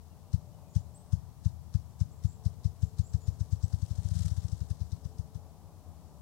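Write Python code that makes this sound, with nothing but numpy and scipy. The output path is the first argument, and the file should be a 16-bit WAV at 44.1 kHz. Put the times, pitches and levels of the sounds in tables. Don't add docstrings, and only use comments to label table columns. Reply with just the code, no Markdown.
import sys
import numpy as np
from scipy import signal
from scipy.fft import rfft, irfft
from scipy.io import wavfile
from scipy.ndimage import uniform_filter1d

SR = 44100
rng = np.random.default_rng(int(sys.argv[2]) if len(sys.argv) > 2 else 0)


def to_wav(s):
    ch = np.atleast_2d(s).T
    pcm = np.round(np.clip(ch, -1, 1) * 32767)
    wavfile.write(sys.argv[1], SR, pcm.astype(np.int16))


N = 273861
TIME = np.arange(N) / SR

# (frequency [Hz], density [dB per Hz])
ROAD_SPECTRUM = [(150, -105), (250, -94), (350, -98), (500, -98), (750, -92.5), (1000, -95), (1250, -101),
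                 (1450, -110), (2200, -122), (4000, -130)]
# (time [s], deep part [dB], mid part [dB], upper part [dB])
ROAD_SWELL = [(0, -0.5, -1, -3.5), (.6, 5, 6, -5), (1.0, 0.5, 2.5, -3.5), (1.4, 0, -2, -3.5),
              (2.4, 3, 0, -3.5), (3.5, 6, 1.5, -2), (4.7, 5, 1.5, -3), (5.1, 6, 1, -3.5),
              (5.5, 2.5, 5.5, -3), (6.21, 6, 0.5, -1)]
# (time [s], level [dB])
LOW_HUM_LEVEL = [(0, -75), (1.2, -76.5), (1.7, -86), (2.5, -70), (2.7, -80), (2.85, -68), (3.3, -70),
                 (3.5, -77.5), (4.3, -77), (4.6, -72), (5.4, -68.5), (5.6, -81), (6.21, -86)]
HIGH_HUM_LEVEL = [(0, -87), (.25, -72), (1.1, -72), (1.25, -94), (1.9, -83), (2.1, -74), (2.4, -107),
                  (3.6, -81), (3.95, -72), (4.4, -74), (4.6, -87.5), (5.0, -74), (5.4, -94), (5.8, -83),
                  (6.21, -70.5)]
# (frequency [Hz], density [dB per Hz])
LEFT_SPECTRUM = [(25, -100), (40, -79), (60, -79), (80, -61.5), (120, -78), (160, -70.5), (220, -84),
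                 (350, -96), (700, -108), (1400, -108), (2400, -112), (5600, -107), (11000, -110),
                 (16000, -112)]
RIGHT_SPECTRUM = [(20, -98), (40, -85), (60, -79), (85, -79), (120, -85), (160, -89), (220, -94),
                  (350, -104), (700, -110), (1400, -115), (2400, -116), (5600, -114), (11000, -117),
                  (16000, -116)]
# (time [s], length [s], first pitch [Hz], last pitch [Hz], roughness [share of pitch],
# level before panning [dB], echo against the note [dB], left minus right [dB])
CHIRPS = [(0.1, 0.042, 2950, 2780, .01, -85, -3, 19), (0.245, .03, 2800, 2750, .01, -87, 2, 12),
          (0.524, 0.034, 2930, 2970, .01, -83, -1, 15), (0.588, 0.023, 2560, 2550, .01, -85.5, 3, 11),
          (.665, 0.032, 2520, 2450, .01, -81, -4, 10), (0.693, 0.027, 6750, 7030, 0.029, -71, 6, -2),
          (0.727, 0.046, 6770, 7100, 0.034, -69, 2, 0), (0.944, 0.038, 7070, 8200, .004, -58, -5.5, 0),
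          (2.114, 0.024, 6640, 7700, 0.0052, -68, 0, -3), (2.251, 0.022, 6750, 7770, .006, -70.5, 14.5, 1),
          (2.805, .025, 6600, 7500, .017, -74, 9, 4), (3.034, .025, 6570, 7460, 0.0085, -61, 2, 2),
          (3.061, 0.019, 7100, 7860, 0.019, -60, -3, -5), (3.203, 0.063, 6800, 7030, .016, -65.5, -1, 1),
          (3.626, 0.04, 7330, 7730, .014, -59.5, -8, -2.5)]
# (time [s], thump peak before echoes [dB])
BEATS = [(0.3415, -9.5), (0.7628, -9), (1.134, -9.5), (1.461, -9.5), (1.7518, -9.5), (2.014, -10),
         (2.2502, -10.5), (2.462, -10.5), (2.6557, -10.5), (2.833, -10.5), (2.9961, -10.5), (3.1467, -11),
         (3.284, -12.5), (3.4112, -13.5), (3.5296, -12), (3.639, -12), (3.738, -13), (3.8285, -14.5),
         (3.9111, -16.5), (3.9857, -17), (4.0545, -15.5), (4.1159, -14.5), (4.1649, -16.5), (4.2104, -15.5),
         (4.2618, -16.5), (4.317, -15), (4.3806, -16.5), (4.45, -17), (4.529, -16), (4.6158, -17),
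         (4.7111, -15.5), (4.8159, -17), (4.9299, -18), (5.0566, -19), (5.1956, -19), (5.3574, -22.5)]
# (frequency [Hz], weight [dB])
SWISH_SPECTRUM = [(760, -13), (1300, -4), (1770, -6.5), (2420, -14.5), (3010, -8.5), (4030, 0), (4420, -1),
                  (5490, 3.5), (8320, -3), (15500, -23)]
# (frequency [Hz], weight [dB])
RUSTLE_SPECTRUM = [(760, -25), (1300, -7), (1770, -8.5), (2420, -15.5), (3040, -7.5), (5490, -2),
                   (8230, -3.5), (15500, -23)]
# (time [s], noise burst before its tone filter [dB])
SNAPS = [(3.628, -37), (3.6817, -32), (3.7464, -34), (3.864, -38), (3.9945, -40), (4.0253, -35),
         (4.078, -38), (4.088, -29), (4.1424, -32), (4.1895, -30.5), (4.228, -29), (4.236, -32),
         (4.282, -25), (4.288, -37), (4.4833, -30), (4.487, -34), (4.5196, -40), (4.604, -40.5),
         (4.6873, -44)]
# (time [s], length of the air push [ms], limit below which the wing radiates badly [Hz])
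PUSH = [(.3, 2.73, 129), (2.8, 2.785, 121.7), (3.4, 3.14, 139), (3.9, 2.72, 109.5), (4.4, 2.93, 119),
        (4.6, 3.38, 184), (5.4, 3.16, 174)]
# (time [s], thump peak before echoes [dB])
RETURNS = [(4.015, -31.5), (4.086, -33), (4.154, -22.5), (4.189, -26), (4.201, -23.5), (4.25, -21.5),
           (4.295, -36)]
# (delay [ms], level against the thump [dB])
ECHOES = [(4.6, -8.9), (12.1, -13.2), (17.9, -24), (30.6, -24.4), (41.6, -21.7), (55.4, -30.5),
          (87.4, -30.8), (98.9, -28), (110, -30.8)]

LOW_HUM_HZ, HIGH_HUM_HZ = 437, 590.5
LEFT_RUMBLE_DB, RIGHT_RUMBLE_DB, RIGHT_SWELL_DB = 0.85, -0.3, 1.5
WAKE_DB = 4
CHIRP_T60_S, CHIRP_GLIDE_S = 0.36, 0.0212
FAST_PER_S = 20
SWISH_DB, SWISH_SLOPE = -49.5, 0.67
BLUR_PER_S, BLUR_DB_PER_BEAT = 12, -0.42
SWISH_LEAD_MS, SWISH_RISE_MS, SWISH_FALL_MS = 14.5, 2.8, 17.3
SWISH_TAIL_DB, SWISH_TAIL_MS = -15, 58
PATCHY_DB = 1.4
OPEN_LEAD_MS, OPEN_MS, OPEN_DB = 27, 16.4, -12.5
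WHIR_DB, WHIR_DB_PER_BEAT = -52, 1.5
WHIR_SMOOTH_S, WHIR_LAG_S = 0.15, 0.02
SETTLE_S, SETTLE_RISE_S, SETTLE_DB = 5.4, 0.5, -81
SNAP_MS, SNAP_TOP_HZ = 0.5, 11000
SMALL_SNAPS_PER_S, SMALL_SNAP_DB, SMALL_SNAP_DB_PER_BEAT = 14, -42, 0.5
RETURN_MS, RETURN_HZ = 2.38, 151
WOOD_DB, WOOD_T60_S = -21, 1.4
THUMP_LOW_CUT_HZ = 29
FAR_MIC_DB = -42
TOP_HZ = 15850


def undb(db):
    return 10 ** (np.asarray(db) / 20)


def curve(table, column):
    rows = np.array(table)
    return np.interp(TIME, rows[:, 0], rows[:, column])


def colour(x, spectrum):
    hz, db = np.transpose(spectrum)
    log_hz = np.log(np.arange(N // 2 + 1) * SR / N + 1)
    weight = undb(np.interp(log_hz, np.log(hz), db))
    return irfft(rfft(x) * weight, N)


def noise(spectrum):
    return colour(rng.standard_normal(N), spectrum) * np.sqrt(SR / 2)


def low(x, hz):
    return signal.sosfiltfilt(signal.butter(3, hz, fs=SR, output="sos"), x)


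def high_pass(x, order, hz):
    return signal.sosfilt(signal.butter(order, hz, "high", fs=SR, output="sos"), x)


def wander(rate):
    hold = int(SR / rate)
    steps = np.repeat(rng.standard_normal(N // hold + 1), hold)
    return 1.086 * uniform_filter1d(steps, hold)[:N]


def ticks(seconds, sizes):
    out = np.zeros(N)
    out[np.round(np.asarray(seconds) * SR).astype(int)] = sizes
    return out


def trees(x, t60, rise):
    age = np.arange(int(t60 * SR)) / SR
    fade = undb(-60 * age / t60) * np.clip(age / rise, 0, 1)
    tail = rng.standard_normal(len(age)) * fade
    return signal.fftconvolve(x, tail / np.sqrt(np.sum(tail ** 2)))[:N]


def road():
    x = noise(ROAD_SPECTRUM)
    below_480, below_800 = low(x, 480), low(x, 800)
    parts = below_480, below_800 - below_480, x - below_800
    out = np.zeros(N)
    for column, part in enumerate(parts, start=1):
        out += part * undb(curve(ROAD_SWELL, column) + 0.9 * wander(12))
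    return out


def hum(hz, table):
    phase = 2 * np.pi * np.cumsum(hz + 1.3 * wander(5)) / SR
    level = undb(curve(table, 1) + 1.46 * wander(10))
    return np.sqrt(2) * level * np.sin(phase)


def microphone_noise(spectrum, swell_db):
    x = noise(spectrum)
    rumble_gain = undb(swell_db + 0.54 * wander(8.4))
    return x + low(x, 220) * (rumble_gain - 1)


def birds():
    out, warble = np.zeros((2, N)), wander(500)
    for s, length, first_hz, last_hz, rough, db, echo_db, pan_db in CHIRPS:
        part = np.arange(int(length * SR)) / (length * SR)
        start = int(s * SR)
        stop = start + len(part)
        glide = np.clip(1 - part * length / CHIRP_GLIDE_S, 0, 1) ** 2
        hz = last_hz + (first_hz - last_hz) * glide
        hz = hz * (1 + rough * warble[start:stop])
        envelope = np.sin(np.pi * part) ** 0.21
        note = np.zeros(N)
        note[start:stop] = undb(db) * envelope * np.sin(2 * np.pi * np.cumsum(hz) / SR)
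        heard = [note + undb(echo_db) * trees(note, CHIRP_T60_S, rise=0.041) for _ in range(2)]
        out += heard * undb([[pan_db / 2], [-pan_db / 2]])
    return out


def beat_rate():
    s = np.array(BEATS)[:, 0]
    return np.interp(TIME, (s[1:] + s[:-1]) / 2, 1 / np.diff(s), right=0)


def patchy(x):
    spectrum = rfft(x)
    band = np.round(3 * np.log2(np.arange(N // 2 + 1) * SR / N + 1000))
    out = np.zeros(N)
    for k in np.unique(band):
        out += irfft(spectrum * (band == k), N) * undb(PATCHY_DB * wander(12))
    return out


def swishes(rate):
    s, thump_db = np.transpose(BEATS)
    blur = np.maximum(rate[(s * SR).astype(int)] - BLUR_PER_S, 0)
    db = SWISH_DB + SWISH_SLOPE * (thump_db - thump_db[0]) + BLUR_DB_PER_BEAT * blur
    ms = 1000 * TIME[:SR // 2]
    rise = 1 - np.exp(-(ms / SWISH_RISE_MS) ** 2)
    fall = np.exp(-ms / SWISH_FALL_MS) + undb(SWISH_TAIL_DB) * np.exp(-ms / SWISH_TAIL_MS)
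    shape = rise * fall
    swish = signal.fftconvolve(ticks(s - SWISH_LEAD_MS / 1000, undb(db)), shape / shape.max())[:N]
    bump = np.sin(np.pi * np.clip(ms / OPEN_MS, 0, 1))
    opening = signal.fftconvolve(ticks(s - OPEN_LEAD_MS / 1000, undb(db + OPEN_DB)), bump)[:N]
    hiss = patchy(noise(SWISH_SPECTRUM))
    uneven = undb(2.0 * wander(300))
    return (swish + opening) * uneven * hiss / hiss.std()


def whir(rate):
    smooth_rate = uniform_filter1d(rate, int(WHIR_SMOOTH_S * SR))
    trailing = np.roll(smooth_rate, int(WHIR_LAG_S * SR))
    level = undb(WHIR_DB + WHIR_DB_PER_BEAT * (trailing - FAST_PER_S) + 3.5 * wander(200))
    settling = undb(SETTLE_DB) * np.clip((TIME - SETTLE_S) / SETTLE_RISE_S, 0, 1)
    rustle = noise(RUSTLE_SPECTRUM)
    return (level + settling) * rustle / rustle.std()


def quill_snaps(rate):
    s, peak_db = np.transpose(SNAPS)
    chance = SMALL_SNAPS_PER_S / SR * rate / FAST_PER_S * (rate > 7)
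    small_db = SMALL_SNAP_DB + SMALL_SNAP_DB_PER_BEAT * (rate - FAST_PER_S) + 1.9 * rng.standard_normal(N)
    small = (rng.random(N) < chance) * undb(small_db)
    crack = np.exp(-1000 * TIME[:SR // 2] / SNAP_MS)
    envelope = signal.fftconvolve(ticks(s, undb(peak_db)) + small, crack)[:N]
    burst = envelope * np.sign(rng.standard_normal(N))
    return low(colour(burst, RUSTLE_SPECTRUM), SNAP_TOP_HZ)


def thumps():
    out, age = np.zeros(N), np.arange(-1000, 4000) / SR
    push_ms, radiate_hz = curve(PUSH, 1), curve(PUSH, 2)
    strokes = [(s, db, push_ms[int(s * SR)], radiate_hz[int(s * SR)]) for s, db in BEATS]
    strokes += [(s, db, RETURN_MS, RETURN_HZ) for s, db in RETURNS]
    for s, db, ms, hz in strokes:
        push = -np.exp(-0.5 * (1000 * age / ms) ** 2)
        puff = high_pass(push, 4, hz)
        start = int((s + age[0]) * SR)
        out[start:start + len(age)] += undb(db) * puff / np.abs(puff).max()
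    echoes = sum(undb(db) * np.roll(out, int(ms * SR / 1000)) for ms, db in ECHOES)
    scatter = undb(WOOD_DB) * trees(out, WOOD_T60_S, rise=0.0097)
    return high_pass(out + echoes + scatter, 2, THUMP_LOW_CUT_HZ)


def scene():
    far = road() + hum(LOW_HUM_HZ, LOW_HUM_LEVEL) + hum(HIGH_HUM_HZ, HIGH_HUM_LEVEL)
    rate = beat_rate()
    wake_db = WAKE_DB * uniform_filter1d(rate, SR // 4) / FAST_PER_S
    left_noise = microphone_noise(LEFT_SPECTRUM, LEFT_RUMBLE_DB + wake_db)
    right_noise = microphone_noise(RIGHT_SPECTRUM, RIGHT_RUMBLE_DB + RIGHT_SWELL_DB * wander(2.32))
    whistles = birds()
    feathers = swishes(rate) + whir(rate) + quill_snaps(rate)
    drum = thumps()
    left = drum + feathers + left_noise
    right = undb(FAR_MIC_DB) * drum + right_noise
    return np.array([left, right]) + far + whistles


def record(dry):
    return signal.sosfilt(signal.ellip(14, 0.2, 60, TOP_HZ, fs=SR, output="sos"), dry)


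dry = scene()
out = record(dry)
to_wav(out)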